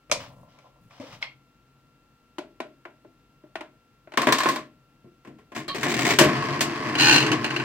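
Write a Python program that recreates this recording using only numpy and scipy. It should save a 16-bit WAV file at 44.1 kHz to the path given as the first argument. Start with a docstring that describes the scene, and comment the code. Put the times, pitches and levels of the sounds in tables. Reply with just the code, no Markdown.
"""First a hand fumbles with coins on a desk, in a small room with a faint electrical whine.
One coin is lifted, tapped against the slot of a plastic toy slot machine and tumbles down inside.
The lever is pulled over its gears and trips the reels, which whirl and rumble.
A pawl (a small catch) chatters over a slowing ratchet (a toothed wheel).
Solid sounds are tiny noise blows, tinted by the struck object and followed by the room's answer."""
import sys
import numpy as np
from scipy import signal
from scipy.fft import rfft, irfft
from scipy.io import wavfile
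from scipy.ndimage import uniform_filter1d

SR = 44100
rng = np.random.default_rng(int(sys.argv[2]) if len(sys.argv) > 2 else 0)


def materialize(psi):
    """Save the field psi as 16-bit PCM at rate SR to the path in sys.argv[1].

    A 1-D psi becomes a single channel; in a 2-D psi each row is a channel.
    """
    bounded = np.clip(np.atleast_2d(psi).T, -1, 1)
    quanta = np.round(bounded * 32767).astype(np.int16)
    wavfile.write(sys.argv[1], SR, quanta)


N = 336924
TIME = np.arange(N) / SR  # seconds
HZ = np.fft.rfftfreq(8192, 1 / SR)  # frequencies at which filters are drawn

# Single blows. hits() adds a trim to every level; bass and treble set how boomy and how bright each blow is.
# coins handled on the desk: (t/s, level before trim/dB, bass weight/dB, treble weight/dB)
PICKS = [(0.097, -33, -3, -24), (0.114, -13.5, -18.5, -8.5), (0.122, -15.5, -7, -4),
         (0.587, -47, -11.5, -17), (0.908, -48.5, -22, -24), (0.999, -29, 10, -16.5),
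         (1.034, -37.5, 13, -18), (1.226, -29.5, -32, -27)]
# coin feeling for the slot: (t/s, level before trim/dB, bass weight/dB, treble weight/dB)
TAPS = [(2.383, -23.5, -3, -14.5), (2.602, -22.5, -5.5, -18.5), (2.852, -31.5, -9.5, -27.5),
        (3.046, -41.5, 6.5, -29), (3.437, -43, 7, -33.5), (3.555, -24.5, -15.5, -22),
        (3.608, -28.5, -12, -21), (4.073, -42, -8, -34), (4.12, -36.5, -11.5, -18.5),
        (4.137, -31.5, -14, -20)]
# coin tumbling down the chute: (t/s, level before trim/dB, bass weight/dB, treble weight/dB)
TUMBLE = [(4.173, -8.5, -7.5, -12.5), (4.217, -16, -12.5, -9.5), (4.229, -21.5, -17, -17.5),
          (4.27, -7.5, -7.5, -17.5), (4.287, -11, -6, -16.5), (4.323, -7, -20, -7),
          (4.384, -14.5, -15, -5.5), (4.403, -13, -23, -14), (4.433, -17.5, -14, -10.5),
          (4.457, -10.5, -8, -23), (4.487, -12.5, -9, -8.5), (4.559, -20.5, -11, -10)]
# lever, latches and reel catches knocking in the case:
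# (t/s, level before trim/dB, bass weight/dB, treble weight/dB)
KNOCKS = [(5.041, -40, 10, -53), (5.248, -38, -9.5, -25), (5.272, -32.5, 0.5, -22), (5.385, -43, -6, -22),
          (5.518, -34, -9, -24), (5.559, -25, -13.5, -22), (5.576, -29, -15, -19),
          (5.68, -24.5, -11, -17.5), (5.745, -22, -8.5, -17.5), (5.767, -28, -5, -25),
          (5.83, -14.5, -16, -19.5), (5.862, -16.5, -11.5, -34), (6.187, -1, -15.5, -14),
          (6.21, -5.5, -7.5, -14.5), (6.237, -10.5, -7.5, -17), (6.607, -10, -19.5, -10)]
# single catches of the pawl: (t/s, level before trim/dB, bass weight/dB, treble weight/dB)
CATCHES = [(6.952, -9.5, -4.5, -13), (7.263, -12, -7, -6.5), (7.316, -8, -6, -7.5),
           (7.443, -9.5, -9.5, -11), (7.462, -14, -2, -14.5), (7.504, -15, -15, -16),
           (7.562, -11.5, -17, -13), (7.598, -14, -17, -19)]

# Movements.
# coins pushed over the desk: (start t/s, end t/s, starting level/dB, swell over the push/dB)
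SLIDES = [(.19, 0.265, -40.5, -10), (0.48, .68, -64, -3), (0.895, 0.98, -58.5, 2.5), (1.0, 1.107, -49, -2),
          (1.11, 1.129, -48, 3.5), (1.204, 1.221, -55, 13.5)]
SLIDE_ATTACK_S, SLIDE_FADE_DB_PER_S = 0.0085, 355
# hand leaning on the desk top: (start t/s, end t/s, starting level/dB, swell over the push/dB)
LEANS = [(0.087, 0.416, -48.5, -9), (0.788, 0.855, -58, -1), (1.078, 1.187, -56, -0.5)]
LEAN_ATTACK_S, LEAN_FADE_DB_PER_S = 0.02, 125
# lever against its spring: (start t/s, end t/s, starting level/dB, swell over the pull/dB)
PULLS = [(5.546, 5.568, -37, 4.5), (5.749, 5.821, -34, -2.5), (5.829, 6.114, -30, 9)]
PULL_ATTACK_S, PULL_FADE_DB_PER_S = 0.0046, 297
PULL_SHAKE_DB = -4.5  # force shaking the case, relative to the lever's effort
GEAR_TEETH_PER_S = 65  # typical rate; the pull is unsteady around it
# the reels are flung off with a wobble that settles, and then coast
SPIN_S, WOBBLE_SETTLE_S, COAST_DB_PER_S = 6.2, 0.22, 0.5
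# the stop gear drags on the reels until the first one halts
BRAKE_S, HALT_S = 6.83, 7.335
# pawl on the slowing ratchet: (t/s, speed/teeth per s, level/dB)
PAWL = [(6.975, 94, -30), (6.995, 89, -18), (7.085, 75, -15.5), (7.16, 52, -17), (7.195, 44.2, -25.5),
        (7.25, 40, -31)]

# Colours: how strong each pitch range is, before the whole is scaled to a common strength.
# coins on the desk: (f/Hz, relative level per Hz/dB)
PICK_COLOUR = [(59, -38.5), (100, -10.5), (188, -28), (270, -3.5), (420, -23), (487, -3), (589, 1.5),
               (808, -14.5), (977, -10), (1800, -21), (2370, -8.5), (2750, -15.5), (5630, -8.5),
               (15500, -40)]
# coin sliding on the desk: (f/Hz, relative level per Hz/dB)
SLIDE_COLOUR = [(200, -23), (560, 1), (780, 0.5), (1020, 2.5), (1500, -5), (2800, -3), (4200, -5.5),
                (5800, -10), (8000, -22.5), (11000, -33), (16000, -26)]
# desk under the leaning hand: (f/Hz, relative level per Hz/dB)
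BOOM_COLOUR = [(30, -12), (70, -8), (135, 1.5), (200, -6), (320, -18), (700, -40)]
# coin against the slot: (f/Hz, relative level per Hz/dB)
TAP_COLOUR = [(88, -52), (150, -20.5), (339, 2.5), (530, -14), (607, 3.5), (751, -9.5), (1040, -9),
              (1200, -20), (1420, -11.5), (1630, -17.5), (2360, -17.5), (15500, -57.5)]
# coin in the chute: (f/Hz, relative level per Hz/dB)
TUMBLE_COLOUR = [(70, -43), (125, -12), (200, -11), (260, -1.5), (430, -6.5), (640, -5), (850, -8.5),
                 (1050, 0.5), (1280, -9.5), (1800, -4.5), (3000, -13), (4200, -15.5), (8500, -27),
                 (10500, -37.5), (13500, -33), (16000, -37)]
# knocks in the case: (f/Hz, relative level per Hz/dB)
KNOCK_COLOUR = [(35, -55), (70, -7), (140, 2.5), (320, 7), (520, -0.5), (830, -8.5), (1050, -7),
                (1250, -14), (1700, -7), (3300, -16), (3900, -21), (7700, -26), (10500, -37),
                (13000, -32.5), (16000, -40.5)]
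# lever gears: (f/Hz, relative level per Hz/dB)
PULL_COLOUR = [(240, -26), (400, 0.5), (511, -10.5), (914, -4.5), (1030, -7), (1240, -7.5), (2120, 0.5),
               (2750, -5), (7670, -15.5), (10100, -32), (15500, -27)]
# rumbling hollow case: (f/Hz, relative level per Hz/dB)
RUMBLE_COLOUR = [(21, -83), (35, -56), (70, -24), (129, -3.5), (183, -11.5), (308, -3), (382, -13.5),
                 (420, -9.5), (600, -27), (780, -44), (1320, -120)]
# reels on their axle: (f/Hz, relative level per Hz/dB)
AXLE_COLOUR = [(300, -24.5), (450, -8.5), (750, -7), (1060, 0.5), (1300, -5), (1800, 0), (2700, -6.5),
               (3600, -14), (4700, -11.5), (5600, -17), (8000, -26), (10500, -38), (13000, -34.5),
               (16000, -46.5)]
# pawl on the ratchet: (f/Hz, relative level per Hz/dB)
PAWL_COLOUR = [(150, -36), (290, -3.5), (540, -18.5), (850, -6.5), (1250, -12.5), (1650, 0), (2100, -10),
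               (2800, 2), (3500, -14.5), (4300, -4), (5300, -15), (6300, -15.5), (8000, -20), (10500, -32),
               (16000, -31.5)]

# Resonances. Lifts raise a colour; hits() varies them from blow to blow.
# plastic case: (f/Hz, width/Hz, nominal lift/dB)
CASE = [(140.4, 23, 7.5), (227.4, 15, 7.5), (255.5, 16, 3.5), (312.3, 6.2, 8.5), (348.5, 21, 11),
        (432, 15, 7.5), (614, 28, 12), (702, 38, 8.5), (1057, 78, 9), (1126, 49, 5), (1770, 70, 1),
        (2100, 42, -1.5)]
# ratchet wheel: (f/Hz, width/Hz, nominal lift/dB)
WHEEL = [(311, 24, 13.4), (854, 34, 10.2), (1510, 70, 4.9), (2490, 64, 6.4), (2750, 40, 5), (3010, 60, 6.6),
         (4110, 117, 10.2), (4840, 150, 6.5), (6080, 140, 11), (6730, 91, 2.8)]
# coin as it leaves the desk: (f/Hz, width/Hz, relative level/dB)
COIN = [(2140, 63, 2), (2700, 230, -8.5), (3220, 150, -7), (4280, 390, -13.5), (5340, 180, -16)]
# desk top under light finger taps: (f/Hz, width/Hz, relative level/dB)
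DESK = [(580, 83, 1), (1026, 78, -0.5)]
# squeaking pivot of the lever: (f/Hz, width/Hz, relative level/dB)
PIVOT = [(1126, 16, -0.5), (1720, 150, -21), (2340, 80, -13), (2820, 42, -11), (3200, 60, -12),
         (3700, 51, -14), (3960, 75, -11), (4350, 90, -11.5), (4830, 150, -17)]

# Room and listening points.
# room decay: (f/Hz, time to fall by 60 dB/s)
ROOM = [(120, 0.55), (320, 0.38), (840, 0.22), (2200, 0.25), (5800, 0.2), (14000, 0.15)]
# room air: (f/Hz, relative level per Hz/dB)
AIR = [(15, -30), (50, -3), (75, -17), (135, -1.5), (180, -13.5), (260, -7), (400, -18.5), (900, -22),
       (2700, -26.5), (5000, -31.5), (10000, -44), (13000, -40), (16000, -41.5)]
AIR_DB = -62.5  # rms, before the ports
# steady electrical tones: (f/Hz, rms level before the ports/dB)
WHINE = [(134.6, -74), (484.5, -79.5), (1362, -69.5), (2724, -80)]
# how alike the noise is at the two microphone ports: (f/Hz, likeness from 0 to 1)
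LIKENESS = [(170, .995), (330, .96), (640, .76), (1400, .66), (3100, .45), (7000, .15)]
# balance of the two ports: (f/Hz, left minus right/dB)
TILT = [(100, 2.5), (450, 2.7), (1200, 1.6), (3300, 1), (5500, 0), (8000, 11), (10000, 11), (13000, 6)]
EDGE_HZ = 16050  # upper end of the sound


def amp(db):
    """Turns decibels into a gain."""
    return 10 ** (np.asarray(db) / 20)


def unit(x):
    """Scales to an rms of one."""
    return x / np.sqrt(np.mean(x ** 2) + 1e-20)


def read(points, hz):
    """Reads a table between its points on a log-frequency axis."""
    f, value = np.transpose(points)
    return np.interp(np.log(hz + 1), np.log(f + 1), value)


def level(curve):
    """Gain over time from rows of (t/s, level/dB), practically silent outside them."""
    s, db = np.transpose(curve)
    return amp(np.interp(TIME, s, db, left=-150, right=-150))


def add(mix, s, sound):
    """Adds a two-channel sound at time s, cutting it off at the end of the mix."""
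    part = mix[:, round(s * SR):][:, :sound.shape[1]]
    part += sound[:, :part.shape[1]]


def shape(colour, modes=()):
    """Gain by frequency: a broad colour lifted at each resonance."""
    lifts = sum(db / (1 + (2 * (HZ - hz) / width) ** 2) for hz, width, db in modes)
    return amp(read(colour, HZ) + lifts)


def ringing(modes):
    """Gain by frequency of an object that sounds mainly around its resonances."""
    total = 0
    for k, (hz, width, db) in enumerate(modes):
        total = total + (-1) ** k * amp(db) / (1 + 2j * (HZ - hz) / width)  # signs alternate
    return abs(total)


def coloured(x, gain):
    """Filters with the given gain, never ahead of the blow, so that resonances ring after it."""
    log_gain = np.log(np.maximum(gain, 1e-5))
    circle = np.concatenate([log_gain, log_gain[-2:0:-1]])
    # the Hilbert transform gives the phase that puts the energy as early as possible
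    spectrum = np.exp(np.conj(signal.hilbert(circle)))
    taps = np.fft.ifft(spectrum).real[:len(HZ)]
    return signal.fftconvolve(x, taps[None], axes=1)[:, :x.shape[1]]


def diffuse(count, t60=None, size=256):
    """Noise at both ports, alike in the bass; it dies away by band if t60 is given."""
    hop = size // 2
    hz = np.fft.rfftfreq(size, 1 / SR)
    t = np.arange(count // hop + 2) * hop / SR
    a, b, c, d = np.moveaxis(rng.standard_normal((len(t), len(hz), 4)), -1, 0)
    same = np.clip(read(LIKENESS, hz), -1, 1)
    left = a + 1j * b
    right = same * left + np.sqrt(1 - same ** 2) * (c + 1j * d)
    z = np.array([left, right])
    if t60 is not None:
        z = z * amp(-60 * t[:, None] / read(t60, hz))
    noise = signal.istft(z, nperseg=size, time_axis=1, freq_axis=2)[1]
    return unit(noise[:, :count])


def blow(ring_t60, room_db, count=20000):
    """One contact of energy one: a quickly dying noise burst (many dense modes) and the room's answer."""
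    t = np.arange(count) / SR
    burst = unit(diffuse(count) * amp(-60 * t / ring_t60) * (1 - np.exp(-t / 0.00082)))
    tail = unit(diffuse(count, ROOM) * (1 - np.exp(-t / 0.0026)))
    return unit(burst + amp(room_db) * tail) / np.sqrt(count)


def hits(rows, colour, modes, ring_t60, room_db, trim_db):
    """Single blows on one object; each wakes the resonances differently and is more or less boomy or bright."""
    out = np.zeros((2, N))
    bands = [(HZ > 150) & (HZ < 700), HZ > 3500]  # bass, treble
    for s, db, bass, treble in rows:
        # each blow lands elsewhere, so it wakes the resonances differently
        struck = [(hz, width, lift * rng.uniform(0.2, 1.2)) for hz, width, lift in modes]
        gain = shape(colour, struck)
        band_power = [np.sum(gain[band] ** 2) / np.sum(gain ** 2) for band in bands]
        usual_bass, usual_treble = 10 * np.log10(band_power)
        # tilt the colour by how far the weights differ from the usual ones
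        shade = read([(450, bass - usual_bass), (1100, 0), (2200, 0), (4500, treble - usual_treble)], HZ)
        size = amp(db + trim_db) * np.sqrt(0.0035 * SR)  # energy of that level held for 3.5 ms
        add(out, s, size * coloured(blow(ring_t60, room_db), unit(gain * amp(shade))))
    return out


def contacts(per_s, spread_db):
    """Random small impacts of uneven strength, scaled to an rms of one."""
    strength = amp(spread_db * np.clip(rng.standard_normal(N), -2, 2))
    return unit((rng.random(N) < per_s / SR) * strength)


def teeth(speed):
    """One click, of unit power on average, each time a tooth passes; speed in teeth per second."""
    passed = np.floor(np.cumsum(speed) / SR)
    return np.diff(passed, prepend=0) * np.sqrt(SR / np.maximum(speed, 1))


def rattle(force, gain, ring_t60, room_db, count=6):
    """Impacts land on several spots of an object, each ringing in its own way."""
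    spot = rng.integers(0, count, N)
    out = np.zeros((2, N))
    for k in range(count):
        here = (force * (spot == k))[None]
        out += signal.oaconvolve(here, blow(ring_t60, room_db), axes=1)[:, :N]
    return coloured(out, unit(gain))


def stroke(start, end, db, swell_db, attack_s, fade_db_per_s):
    """Gain of one movement: it sets in, swells (or, if negative, sinks) steadily, then fades."""
    onset = np.clip((TIME - start) / attack_s, 0, 1)
    progress = np.clip((TIME - start) / max(end - start, attack_s), 0, 1)
    return onset * amp(db + swell_db * progress - fade_db_per_s * np.maximum(TIME - end, 0))


def background():
    """Still room air as coloured noise, and the steady sine tones of electronics nearby."""
    tones = 0
    for hz, db in WHINE:
        tones = tones + np.sqrt(2) * amp(db) * np.sin(2 * np.pi * (hz * TIME + rng.random()))
    return amp(AIR_DB) * coloured(diffuse(N), unit(shape(AIR))) + tones


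def clink(s, db):
    """The coin rings briefly at its own resonances as it leaves the desk."""
    out = np.zeros((2, N))
    add(out, s, amp(db) * coloured(blow(ring_t60=0.018, room_db=-3.5), unit(ringing(COIN))))
    return out


def pick_up():
    """A hand leans on the desk, fumbles with coins, pushes them about and lifts one."""
    push = sum(stroke(*row, SLIDE_ATTACK_S, SLIDE_FADE_DB_PER_S) for row in SLIDES)
    weight = sum(stroke(*row, LEAN_ATTACK_S, LEAN_FADE_DB_PER_S) for row in LEANS)
    fidget = stroke(0.22, 0.78, db=-57, swell_db=-10, attack_s=0.01, fade_db_per_s=55)
    picks = hits(PICKS, PICK_COLOUR, [], ring_t60=0.028, room_db=-5.0, trim_db=-0.5)
    slide = rattle(contacts(2000, 2.5) * push, shape(SLIDE_COLOUR), ring_t60=0.02, room_db=-5.5)
    fingers = rattle(contacts(35, 4.9) * fidget, ringing(DESK), ring_t60=0.035, room_db=-4.5, count=2)
    boom = rattle(contacts(400, 1.5) * weight, shape(BOOM_COLOUR), ring_t60=0.038, room_db=-9.0, count=3)
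    return picks + slide + fingers + boom + clink(1.225, db=-1.0)


def coin():
    """The coin feels for the slot and falls through the case, skittering harder as it gathers speed."""
    taps = hits(TAPS, TAP_COLOUR, [], ring_t60=0.041, room_db=-6.0, trim_db=-0.5)
    fall = hits(TUMBLE, TUMBLE_COLOUR, CASE, ring_t60=0.036, room_db=-1.5, trim_db=-0.5)
    chute = shape(TUMBLE_COLOUR) * (HZ / 1000) ** 0.22  # light touches are brighter than falls
    speed = stroke(4.175, 4.5, db=-43.5, swell_db=12.5, attack_s=0.005, fade_db_per_s=240)
    skitter = rattle(contacts(250, 5.3) * speed, chute, ring_t60=0.012, room_db=1.0, count=3)
    return taps + fall + skitter


def case_rumble(shake):
    """The hollow case rumbles as hard as the works shake it."""
    return rattle(contacts(900, 4.2) * shake, shape(RUMBLE_COLOUR, CASE), ring_t60=0.017, room_db=-8, count=8)


def lever():
    """The lever squeaks on its pivot, grinds over gear teeth, shakes the case and knocks latches open."""
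    rub = stroke(5.678, 5.715, db=-30.5, swell_db=-5, attack_s=0.0048, fade_db_per_s=257)
    squeak = rattle(contacts(2800, 2) * rub, ringing(PIVOT), ring_t60=0.0069, room_db=-8.5, count=2)
    effort = sum(stroke(*row, PULL_ATTACK_S, PULL_FADE_DB_PER_S) for row in PULLS)
    unsteady = unit(uniform_filter1d(rng.standard_normal(N), size=900))  # smoothed over about 20 ms
    gear_clicks = teeth(GEAR_TEETH_PER_S * amp(3.5 * unsteady))
    cogs = gear_clicks * amp(-5.0) + contacts(450, 2.9) * amp(-2.0)
    gears = rattle(cogs * effort, shape(PULL_COLOUR, CASE), ring_t60=0.022, room_db=-6)
    knocks = hits(KNOCKS, KNOCK_COLOUR, CASE, ring_t60=0.067, room_db=0.5, trim_db=-1.5)
    return squeak + gears + case_rumble(effort * amp(PULL_SHAKE_DB)) + knocks


def spin(db, wobble_db):
    """Gain of the free-running reels: louder while they wobble, then slowly running down."""
    age = np.maximum(TIME - SPIN_S, 0)
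    wobble = wobble_db * np.exp(-age / WOBBLE_SETTLE_S)
    return (TIME > SPIN_S) * amp(db + wobble - COAST_DB_PER_S * age)


def reels():
    """Loose reels rattle on their axle and shake the hollow case, both harder under the brake."""
    drag = stroke(BRAKE_S, HALT_S, db=-34, swell_db=9, attack_s=0.0097, fade_db_per_s=652)
    shake = np.hypot(spin(db=-33.5, wobble_db=6.5), drag)  # powers add
    looseness = np.hypot(spin(db=-33.5, wobble_db=9.5), drag * amp(-2.5))
    axle_gain = shape(AXLE_COLOUR, CASE)
    axle = rattle(contacts(420, 4.4) * looseness, axle_gain, ring_t60=0.01, room_db=1.5, count=5)
    return case_rumble(shake) + axle


def ratchet(bounce_db=-2.0):
    """The pawl snaps over each tooth of a slowing wheel, chatters in between and also catches singly."""
    s, rate, db = np.transpose(PAWL)
    speed = np.interp(TIME, s, rate, left=0, right=0)
    snaps = teeth(speed) * amp(0.7 * rng.standard_normal(N))
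    force = snaps + amp(bounce_db) * contacts(900, 3.6)
    loudness = level(np.c_[s, db])
    whirr = rattle(force * loudness, shape(PAWL_COLOUR, WHEEL), ring_t60=0.029, room_db=-4.5, count=4)
    return whirr + hits(CATCHES, PAWL_COLOUR, WHEEL, ring_t60=0.053, room_db=-5.5, trim_db=-6.5)


def scene():
    """Everything on the desk and the room around it."""
    return background() + pick_up() + coin() + lever() + reels() + ratchet()


def record(dry):
    """Two unequal ports: sound reaches the left one three samples later; then the band limit."""
    hz = np.fft.rfftfreq(2 * N, 1 / SR)
    half = amp(read(TILT, hz) / 2)  # half the balance on each side
    lag = np.exp(-2j * np.pi * hz * 3 / SR)
    ports = irfft(rfft(dry, 2 * N) * np.array([half * lag, 1 / half]))[:, :N]
    ports = np.clip(ports, -1, 1)  # peaks are cut off at full scale
    low_pass = signal.firwin(301, EDGE_HZ, window=("kaiser", 9), fs=SR)
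    return signal.oaconvolve(ports, low_pass[None], "same")


dry = scene()
out = record(dry)
materialize(out)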